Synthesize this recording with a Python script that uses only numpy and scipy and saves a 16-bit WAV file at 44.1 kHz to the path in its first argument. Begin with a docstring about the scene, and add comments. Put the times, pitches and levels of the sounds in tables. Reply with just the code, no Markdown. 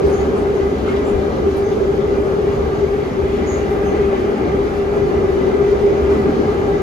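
"""Inside a metro train at steady speed in a tunnel, on two close microphone ports at a window seat.
From the start the wheels sing near 400 Hz on rippled rails: a wavering tone against narrow beating noise.
Under and around it, shaped noise makes the body's boom, rumble, panels, tunnel roar, ringing rails, hiss and air.
Scuffs of swelling grainy noise are there from the first moment, and low jolts come mostly after four seconds.
Squeaks, ragged gliding tones that ring on briefly in the car, cluster early and midway, with one near the end."""
import sys
import numpy as np
from scipy import signal
from scipy.fft import next_fast_len
from scipy.io import wavfile
from scipy.ndimage import uniform_filter1d

SR = 44100
rng = np.random.default_rng(int(sys.argv[2]) if len(sys.argv) > 2 else 0)


def generate_wav(sig):
    """Save sig (samples, or channels by samples) to the path in sys.argv[1] as 16-bit PCM at SR."""
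    pcm = np.round(np.clip(np.atleast_2d(sig).T, -1, 1) * 32767).astype(np.int16)
    wavfile.write(sys.argv[1], SR, pcm)


N = 300757
TIME = np.arange(N) / SR


def undb(db):
    """Decibels to gain."""
    return 10 ** (np.asarray(db) / 20)


def curves(table):
    """Every column of a table of times, sample by sample."""
    s, *columns = np.transpose(table)
    return [np.interp(TIME, s, column) for column in columns]


def swells(table):
    """Change in dB: each (middle s, length s, dB) event builds and falls away as a smooth bell."""
    total_db = 0
    for s, length, db in table:
        phase = np.clip((TIME - s) / length, -.5, .5)
        total_db = total_db + db * np.cos(np.pi * phase) ** 2
    return total_db


def along(points, f):
    """Read (Hz, value) points on a log-frequency axis."""
    hz, value = np.transpose(points)
    return np.interp(np.log(f), np.log(hz), value)


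def along_db(spectrum, f, skirt_db=12):
    """Gain of a (Hz, dB) spectrum; above its last point it falls by skirt_db an octave."""
    octaves_above = np.log2(np.maximum(f / spectrum[-1][0], 1))
    return undb(along(spectrum, f) - skirt_db * octaves_above)


def resonances(modes, f):
    """Gain of steep-sided resonances (Hz, width Hz, dB) whose powers add."""
    power = 0
    for hz, width, db in modes:
        detuning = (f - hz * hz / f) / width
        power = power + (undb(db) / (1 + detuning ** 2)) ** 2
    return np.sqrt(power)


# How alike the two microphone ports hear the car. Each row: frequency in Hz, shared part of the power (0-1).
LIKENESS = [(85, .978), (130, .9), (220, .9), (295, .52), (400, .64), (480, .65), (680, .12), (800, .42),
            (1200, .36), (2300, .6), (3000, .52), (3700, .2), (4700, .5), (5450, .15), (6400, .55),
            (7150, .3), (7600, .85), (8700, .95), (10000, .75), (12000, .7)]
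# Which port hears the shared part first. Each row: frequency in Hz, lead of the left port in radians.
LEAD = [(60, 0), (620, 0.04), (790, 1.6), (1170, 1.52), (1500, 3.1), (1900, 4.5), (2600, 7.5), (3300, 8),
        (4150, 7), (5350, 7.5), (5700, 4.5), (6500, 5.7), (6900, 5.5), (7200, 3.5), (7600, 4.5),
        (9300, -5.5), (9800, 3), (11200, 1.03), (12400, 0.6)]
# Balance of the ports. Each row: frequency in Hz, left minus right in dB.
TILT = [(60, 1.0), (110, 0.84), (200, 0.93), (360, 2.4), (650, 2.0), (1180, 1.7), (2150, -0.72),
        (3900, 1.2), (7080, 0.12), (12900, -1.2)]


def cabin_noise(gain_at, size=N):
    """Complex noise of rms 1 at both ports: a shared part that reaches one port first, and a diffuse part."""
    n = next_fast_len(size)
    f = np.arange(1, n // 2) * SR / n
    shared, left, right = rng.standard_normal((3, len(f))) + 1j * rng.standard_normal((3, len(f)))
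    alike = np.clip(along(LIKENESS, f), 0, 1)
    sides = np.array([[1], [-1]]) / 2
    direct = np.sqrt(alike) * shared * np.exp(1j * sides * along(LEAD, f))
    diffuse = np.sqrt(1 - alike) * np.array([left, right])
    ports = (direct + diffuse) * undb(sides * along(TILT, f))
    # positive frequencies alone give a complex noise
    z = np.fft.ifft(ports * gain_at(f), n)[:, :size]
    return z / z.real.std()


def even(z, span_s):
    """Hold the strength of a narrow noise steady over span_s; its quick beating stays."""
    k = max(int(span_s * SR), 1)
    power = np.abs(z.mean(axis=0)) ** 2 / 2
    power = uniform_filter1d(uniform_filter1d(power, k), k)
    return z / np.sqrt(power)


def walk(rate, size=N):
    """Random levels held 1 / rate s and slewed; spread 1."""
    k = max(int(SR / rate), 1)
    held = np.repeat(rng.standard_normal(size // k + 1), k)
    w = uniform_filter1d(held, k)[:size]
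    return w / w.std()


def pitch_drift(offset_hz):
    """Complex turn that shifts a complex sound by a moving number of Hz."""
    return np.exp(2j * np.pi * np.cumsum(offset_hz) / SR)


def layer(gain_at, level_db, flutter_db, rate, wander_hz=0, wander_rate=7):
    """Cabin noise at a given level, fluttering and wavering in pitch as the track passes."""
    drift = pitch_drift(wander_hz * walk(wander_rate))
    return (cabin_noise(gain_at) * drift).real * undb(level_db + flutter_db * walk(rate))


def tunnel(x, patchy_db, size=2048, count=3):
    """Echoes off the passing wall, as patchy gain: narrow bands swell and sink for about a tenth of a second."""
    _, _, z = signal.stft(x, nperseg=size)
    patches = uniform_filter1d(rng.standard_normal(z.shape[1:]), count, axis=0)
    patches = uniform_filter1d(uniform_filter1d(patches, count, axis=1), count + 1, axis=1)
    gain = undb(patchy_db * patches / patches.std())
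    gain = gain / np.sqrt(np.mean(gain ** 2))
    return signal.istft(z * gain, nperseg=size)[1][:, :N]


def add(out, s, sound):
    """Mix a sound in at time s."""
    i = max(int(s * SR), 0)
    out[:, i:i + sound.shape[1]] += sound[:, :N - i]


DRONE_HZ = 401.7  # usual pitch of the nearest wheel on the ripples
# Slow random wavering of the drone's pitch. Each row: time in seconds, Hz above the usual.
PITCH_WAVER = [(0, -1), (.2, -4), (.33, 3), (.7, -4), (.85, -4), (1.22, 2), (1.55, -2), (1.95, -3),
               (2.2, 3), (2.5, 3), (2.9, 2), (3.22, -7), (3.4, 2), (3.9, 1), (4.2, -5), (4.32, 3), (4.8, 2),
               (5.42, -6), (5.65, 1), (6.6, 1), (6.82, -6)]
# Random surges and dips of the drone's tone as it beats; the noise around it follows in part.
# Each row: middle in seconds, length in seconds, change in dB.
TONE_SURGES = [(.07, 0.15, 11.5), (.56, 0.058, 10.5), (.69, 0.1, 11), (.79, 0.12, -15), (1.33, 0.14, -8),
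               (1.47, .09, 8), (2.84, 0.086, 12), (3.12, 0.14, -5.5), (3.28, .2, 7.5), (3.89, .09, 5),
               (4.02, .11, 7.5), (4.38, .1, -10), (4.73, 0.17, -8.5), (5.63, .11, 10), (5.73, 0.13, 14.5),
               (5.86, 0.16, 14), (6.12, 0.083, 11), (6.35, 0.13, 4), (6.49, 0.16, 10.5)]
# The wheels farther off. Each row: time in seconds, level in dB.
FAR_WHEELS = [(0, -20), (.5, -19), (1.1, -20.5), (1.65, -18.5), (2.15, -19), (2.7, -21), (3.5, -21.5),
              (3.8, -20), (4.1, -19.5), (4.85, -19.5), (5.15, -18.5), (5.9, -19), (6.82, -18.5)]
# Their narrow peak, its skirt and two shoulders. Each row: centre in Hz, width in Hz, level in dB.
DRONE_BANDS = [(401.1, 6.8, -4.5), (398.1, 55, -5.5), (382, 16, -9), (418, 16, -11)]


def drone(near_db=-27.0, near_pan_db=0.7, steady_s=0.047, wander_hz=1.7, wander_rate=14,
          flutter_db=3.0, flutter_rate=24, swell_share=0.14, sink_share=0.9):
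    """The nearest wheel sings a tone that surges and sinks at random; narrow noise of the others beats with it."""
    offset_hz, = curves(PITCH_WAVER)
    far_db, = curves(FAR_WHEELS)
    surge_db = swells(TONE_SURGES)
    drift = pitch_drift(offset_hz + wander_hz * walk(wander_rate))
    pan = undb(np.array([[near_pan_db], [-near_pan_db]]) / 2)
    tone = np.sqrt(2) * np.exp(2j * np.pi * DRONE_HZ * TIME) * pan
    # in strong surges the tone flutters less
    flutter = flutter_db * walk(flutter_rate) * undb(-np.maximum(surge_db, 0))
    near = tone * undb(near_db + surge_db + flutter)
    far = even(cabin_noise(lambda f: resonances(DRONE_BANDS, f)), steady_s)
    far_share = np.where(surge_db > 0, swell_share, sink_share)
    far = far * undb(far_db + surge_db * far_share)
    return ((near + far) * drift).real


# Low modes of the car body around the seat. Each row: centre in Hz, width in Hz, level in dB.
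BODY = [(50.4, 18, -10.5), (70, 6.5, 2.5), (83.3, 12, -6.5)]
# Dips in the track that bounce the body. Each row: peak in seconds, length in seconds, rise in dB.
BOUNCES = [(.07, .14, 10), (.22, .17, 8), (.68, .24, 3.5), (1.16, .16, 11), (1.55, 0.47, 4.5),
           (2.65, 0.27, 6.5), (3.24, 0.099, 6), (3.5, 0.39, 6.5), (4.58, .13, 5.5), (5.25, 0.41, 3.5),
           (6.07, 0.37, 7.5), (6.68, .22, 3.5)]


def boom(boom_db=-31, steady_s=0.11):
    """The bogies shake the low modes of the car body, harder at each dip in the track."""
    body = even(cabin_noise(lambda f: resonances(BODY, f)), steady_s).real
    return body * undb(boom_db + swells(BOUNCES))


# Rolling noise from under the floor. Each row: frequency in Hz, dB per Hz.
RUMBLE = [(18, -30), (30, -9), (60, 0), (100, -2.5), (118, -2.5), (135, 0.5), (148, -1.5), (160, 1),
          (172, -4.5), (260, -11.5), (600, -50.5)]


def rumble(rumble_db=-27.5):
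    """Rough steel on steel rumbles under the floor as low noise of nearly even level."""
    return layer(lambda f: along_db(RUMBLE, f), rumble_db, flutter_db=0.5, rate=6.5)


# Spectrum of the shaking floor panels. Each row: frequency in Hz, dB per Hz.
PANELS = [(120, -30.5), (172, -11.5), (195, -0.5), (255, 1), (275, 0), (320, 1), (340, -3), (460, -4.5),
          (600, -20.5), (1200, -47)]
# Jolts that shake them. Each row: peak in seconds, length in seconds, rise in dB.
JOLTS = [(3.43, 0.24, 5), (4.44, 0.15, 3), (5.44, 0.1, 4), (6.16, 0.14, 3), (6.28, 0.1, 4.5),
         (6.42, 0.15, 2)]


def panels(rough_db, panels_db=-24.0, follow=1.5):
    """Rough rails and jolts shake the floor panels, whose level follows roughness more than one for one."""
    level_db = panels_db + follow * rough_db + swells(JOLTS)
    return layer(lambda f: along_db(PANELS, f), level_db, flutter_db=0.86, rate=9)


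# Roar heard off the tunnel wall. Each row: frequency in Hz, dB per Hz.
ROAR = [(300, -21), (460, -2), (550, 1.5), (680, -4), (850, -6), (970, -10), (1320, -10.5), (1500, -12.5),
        (1800, -21), (2400, -29.5), (5000, -64)]
# Overtones of the ripple drone. Each row: centre in Hz, width in Hz, level in dB.
OVERTONES = [(780.4, 86, 0), (1199, 74, -6.5), (1316, 47, -10.5), (1619, 90, -10)]


def roar(rough_db, roar_db=-27.0, overtones_db=-33.5):
    """Rolling roar and the drone's wavering overtones follow the roughness and come patchy off the wall."""
    broad = layer(lambda f: along_db(ROAR, f), roar_db + rough_db, flutter_db=0.74, rate=18)
    overtones = layer(lambda f: resonances(OVERTONES, f), overtones_db + rough_db,
                      flutter_db=1.8, rate=9, wander_hz=6.995)
    return tunnel(broad + overtones, patchy_db=1.12)


# Ringing of the rails below the car. Each row: time in seconds, level in dB.
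RAIL_RING = [(0, -40.5), (.7, -43), (1.05, -41.5), (1.75, -43.5), (3.05, -40.5), (3.7, -38.5), (4.2, -38.5),
             (4.6, -40.3), (5.15, -40.5), (6.1, -39.5), (6.82, -41)]
# Its broad spectrum. Each row: frequency in Hz, dB per Hz.
RING = [(900, -29), (1600, -3), (1800, 1.5), (2030, 0), (2350, -3.5), (2500, -4), (3050, -7), (3800, -18.5),
        (6000, -50)]
# Modes that stand out of it. Each row: centre in Hz, width in Hz, level in dB.
RAIL_MODES = [(2003, 65, 1.5), (2087, 80, -4.5), (2330, 190, -6)]
# Hiss of the rolling steel. Each row: time in seconds, level in dB.
HISS_LEVEL = [(0, -44), (.55, -45), (1.1, -44.5), (1.8, -45.5), (2.6, -45), (4.1, -45), (5.2, -45.5),
              (5.8, -44.5), (6.82, -44.5)]
# Its spectrum. Each row: frequency in Hz, dB per Hz.
HISS = [(1800, -14), (3050, 0), (3800, -2.5), (5250, -5.5), (5550, -8.5), (5950, -6), (6900, -9.5),
        (7800, -25.5), (10500, -23), (13000, -31)]


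def rail_ring_and_hiss(modes_db=-5):
    """Rails ring broadly and in a few wavering modes, with rolling hiss above; all come patchy off the wall."""
    ring_db, = curves(RAIL_RING)
    hiss_db, = curves(HISS_LEVEL)
    ring = layer(lambda f: along_db(RING, f), ring_db, flutter_db=0.68, rate=22)
    modes = layer(lambda f: resonances(RAIL_MODES, f), ring_db + modes_db,
                  flutter_db=2.0, rate=36, wander_hz=9)
    hiss = layer(lambda f: along_db(HISS, f), hiss_db, flutter_db=0.74, rate=16)
    return tunnel(ring + modes + hiss, patchy_db=1.93)


# Air at the seals of the car. Each row: frequency in Hz, dB per Hz.
AIR = [(3000, -10.5), (6500, -1.5), (7300, 12.5), (8500, 0), (10000, 5), (11500, 6.5), (12300, 0.5),
       (13400, -15.5)]


def seal_air(air_db=-56.5):
    """Air at the seals makes a faint, slightly fluttering treble noise."""
    return layer(lambda f: along_db(AIR, f), air_db, flutter_db=0.8, rate=17)


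# Scuffs, rattles and bumps of the running gear under the seat.
# Each row: start in seconds, length in seconds, centre in Hz, width in Hz, level at the peak in dB.
SCUFFS = [(0.0, 0.36, 4800, 3020, -48), (.05, 0.17, 9500, 4000, -52), (0.606, 0.027, 2030, 160, -37),
          (.85, .13, 2830, 1300, -38), (.865, .11, 1310, 400, -33), (.878, .06, 2164, 60, -35),
          (.912, 0.086, 1750, 900, -37), (0.957, .055, 3500, 2200, -39.8), (1.077, 0.084, 2300, 1800, -42),
          (1.555, .11, 10000, 4500, -51), (3.657, 0.33, 11500, 5000, -59), (4.413, 0.096, 324, 35, -20),
          (6.095, .14, 850, 900, -28.5), (6.09, .13, 4500, 4000, -51), (6.131, .11, 233, 50, -19),
          (6.254, .1, 257, 130, -20), (6.25, 0.12, 720, 400, -35), (6.307, .015, 12000, 2500, -56.5)]


def scuffs(rise=0.13, grain_db=2.0, grain_rate=160):
    """Rubbing and jolts: grainy noise that swells fast and dies away, mostly broad, though a few narrow bands
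    ring briefly near one pitch."""
    out = np.zeros((2, N))
    for s, length, hz, width, db in SCUFFS:
        n = int(length * SR)
        rub = cabin_noise(lambda f: resonances([(hz, width, 0)], f), size=n).real
        swell = np.interp(np.linspace(0, 1, n), [0, rise, 1], [0, 1, 0])
        add(out, s, rub * swell * undb(db + grain_db * walk(grain_rate, n)))
    return out


CAR_T60_S = .32  # time for the car's reverberation to fall by 60 dB
# Squeaks of sliding metal, heard through the car. Each row: start in seconds, length in seconds, pitch in Hz,
# level in dB, glide and jitter as shares of the pitch, upper mode in Hz, its level in dB against the main tone.
SQUEAKS = [(.1, 0.076, 6500, -43, 0, .024, 10100, -14), (.17, 0.055, 6680, -49, .04, .014, 10100, -14),
           (0.343, 0.056, 7600, -52, .03, .016, 10050, -1), (0.535, 0.04, 6460, -50, 0, .016, 12980, -21),
           (.865, .045, 7200, -52, 0.0063, .02, 9500, -5),
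           (1.037, 0.075, 7150, -48, -0.028, .026, 9800, -5),
           (1.631, 0.055, 6370, -47.5, .03, .014, 12740, -22),
           (3.449, .048, 6720, -37, 0.086, .009, 13400, -23),
           (3.48, .075, 6820, -42, 0.018, .026, 13600, -22),
           (3.492, 0.041, 6480, -39.5, .04, .014, 13120, -22),
           (3.535, .065, 6480, -45.5, -.04, .024, 13000, -22),
           (3.833, .075, 6240, -48, -.02, .036, 12440, -20),
           (6.09, .055, 7150, -53, -0.007, .02, 9500, -10)]


def squeaks(jitter_rate=800):
    """Metal sticks and slips: a ragged tone that glides, smeared by the car's reverberation."""
    out = np.zeros((2, N))
    tail_t = TIME[:int(CAR_T60_S * SR)]
    for s, length, hz, db, glide, jitter, upper_hz, upper_db in SQUEAKS:
        u = np.linspace(0, 1, int(length * SR))
        pitch = 1 + glide * (u - .5) + jitter * walk(jitter_rate, len(u))
        turn = 2 * np.pi * np.cumsum(pitch) / SR
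        swell = np.sqrt(2 * np.sin(np.pi * u).clip(0))
        tone = swell * (np.sin(hz * turn) + undb(upper_db) * np.sin(upper_hz * turn))
        # the car answers with a dense, dying tail of unit energy
        decay = np.exp(-np.log(1000) * tail_t / CAR_T60_S)
        car = cabin_noise(np.ones_like, size=len(tail_t)).real * decay
        car /= np.sqrt(np.sum(car ** 2) / 2)
        add(out, s, signal.fftconvolve(tone[None], car, axes=1) * undb(db))
    return out


# Roughness of the rails under the car, which drives roar, overtones and panels together.
# Each row: time in seconds, dB above the usual.
TRACK = [(0, 1), (.7, 0.16), (1.7, -1), (2.3, 0), (2.9, -1.23), (4.0, 0), (4.9, -0.05), (5.7, 0.6),
         (6.35, 1.2), (6.82, 0.5)]


def scene():
    """Everything heard in the car."""
    rough_db, = curves(TRACK)
    rolling = rumble() + panels(rough_db) + roar(rough_db) + rail_ring_and_hiss() + seal_air()
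    return drone() + boom() + rolling + scuffs() + squeaks()


TOP_HZ = 13200  # highest frequency the phone passes


def record(dry):
    """The phone cuts the top with a steep low-pass filter."""
    top_cut = signal.ellip(8, .2, 70, TOP_HZ, fs=SR, output="sos")  # order, ripple dB, stopband dB
    return signal.sosfilt(top_cut, dry)


dry = scene()
out = record(dry)
generate_wav(out)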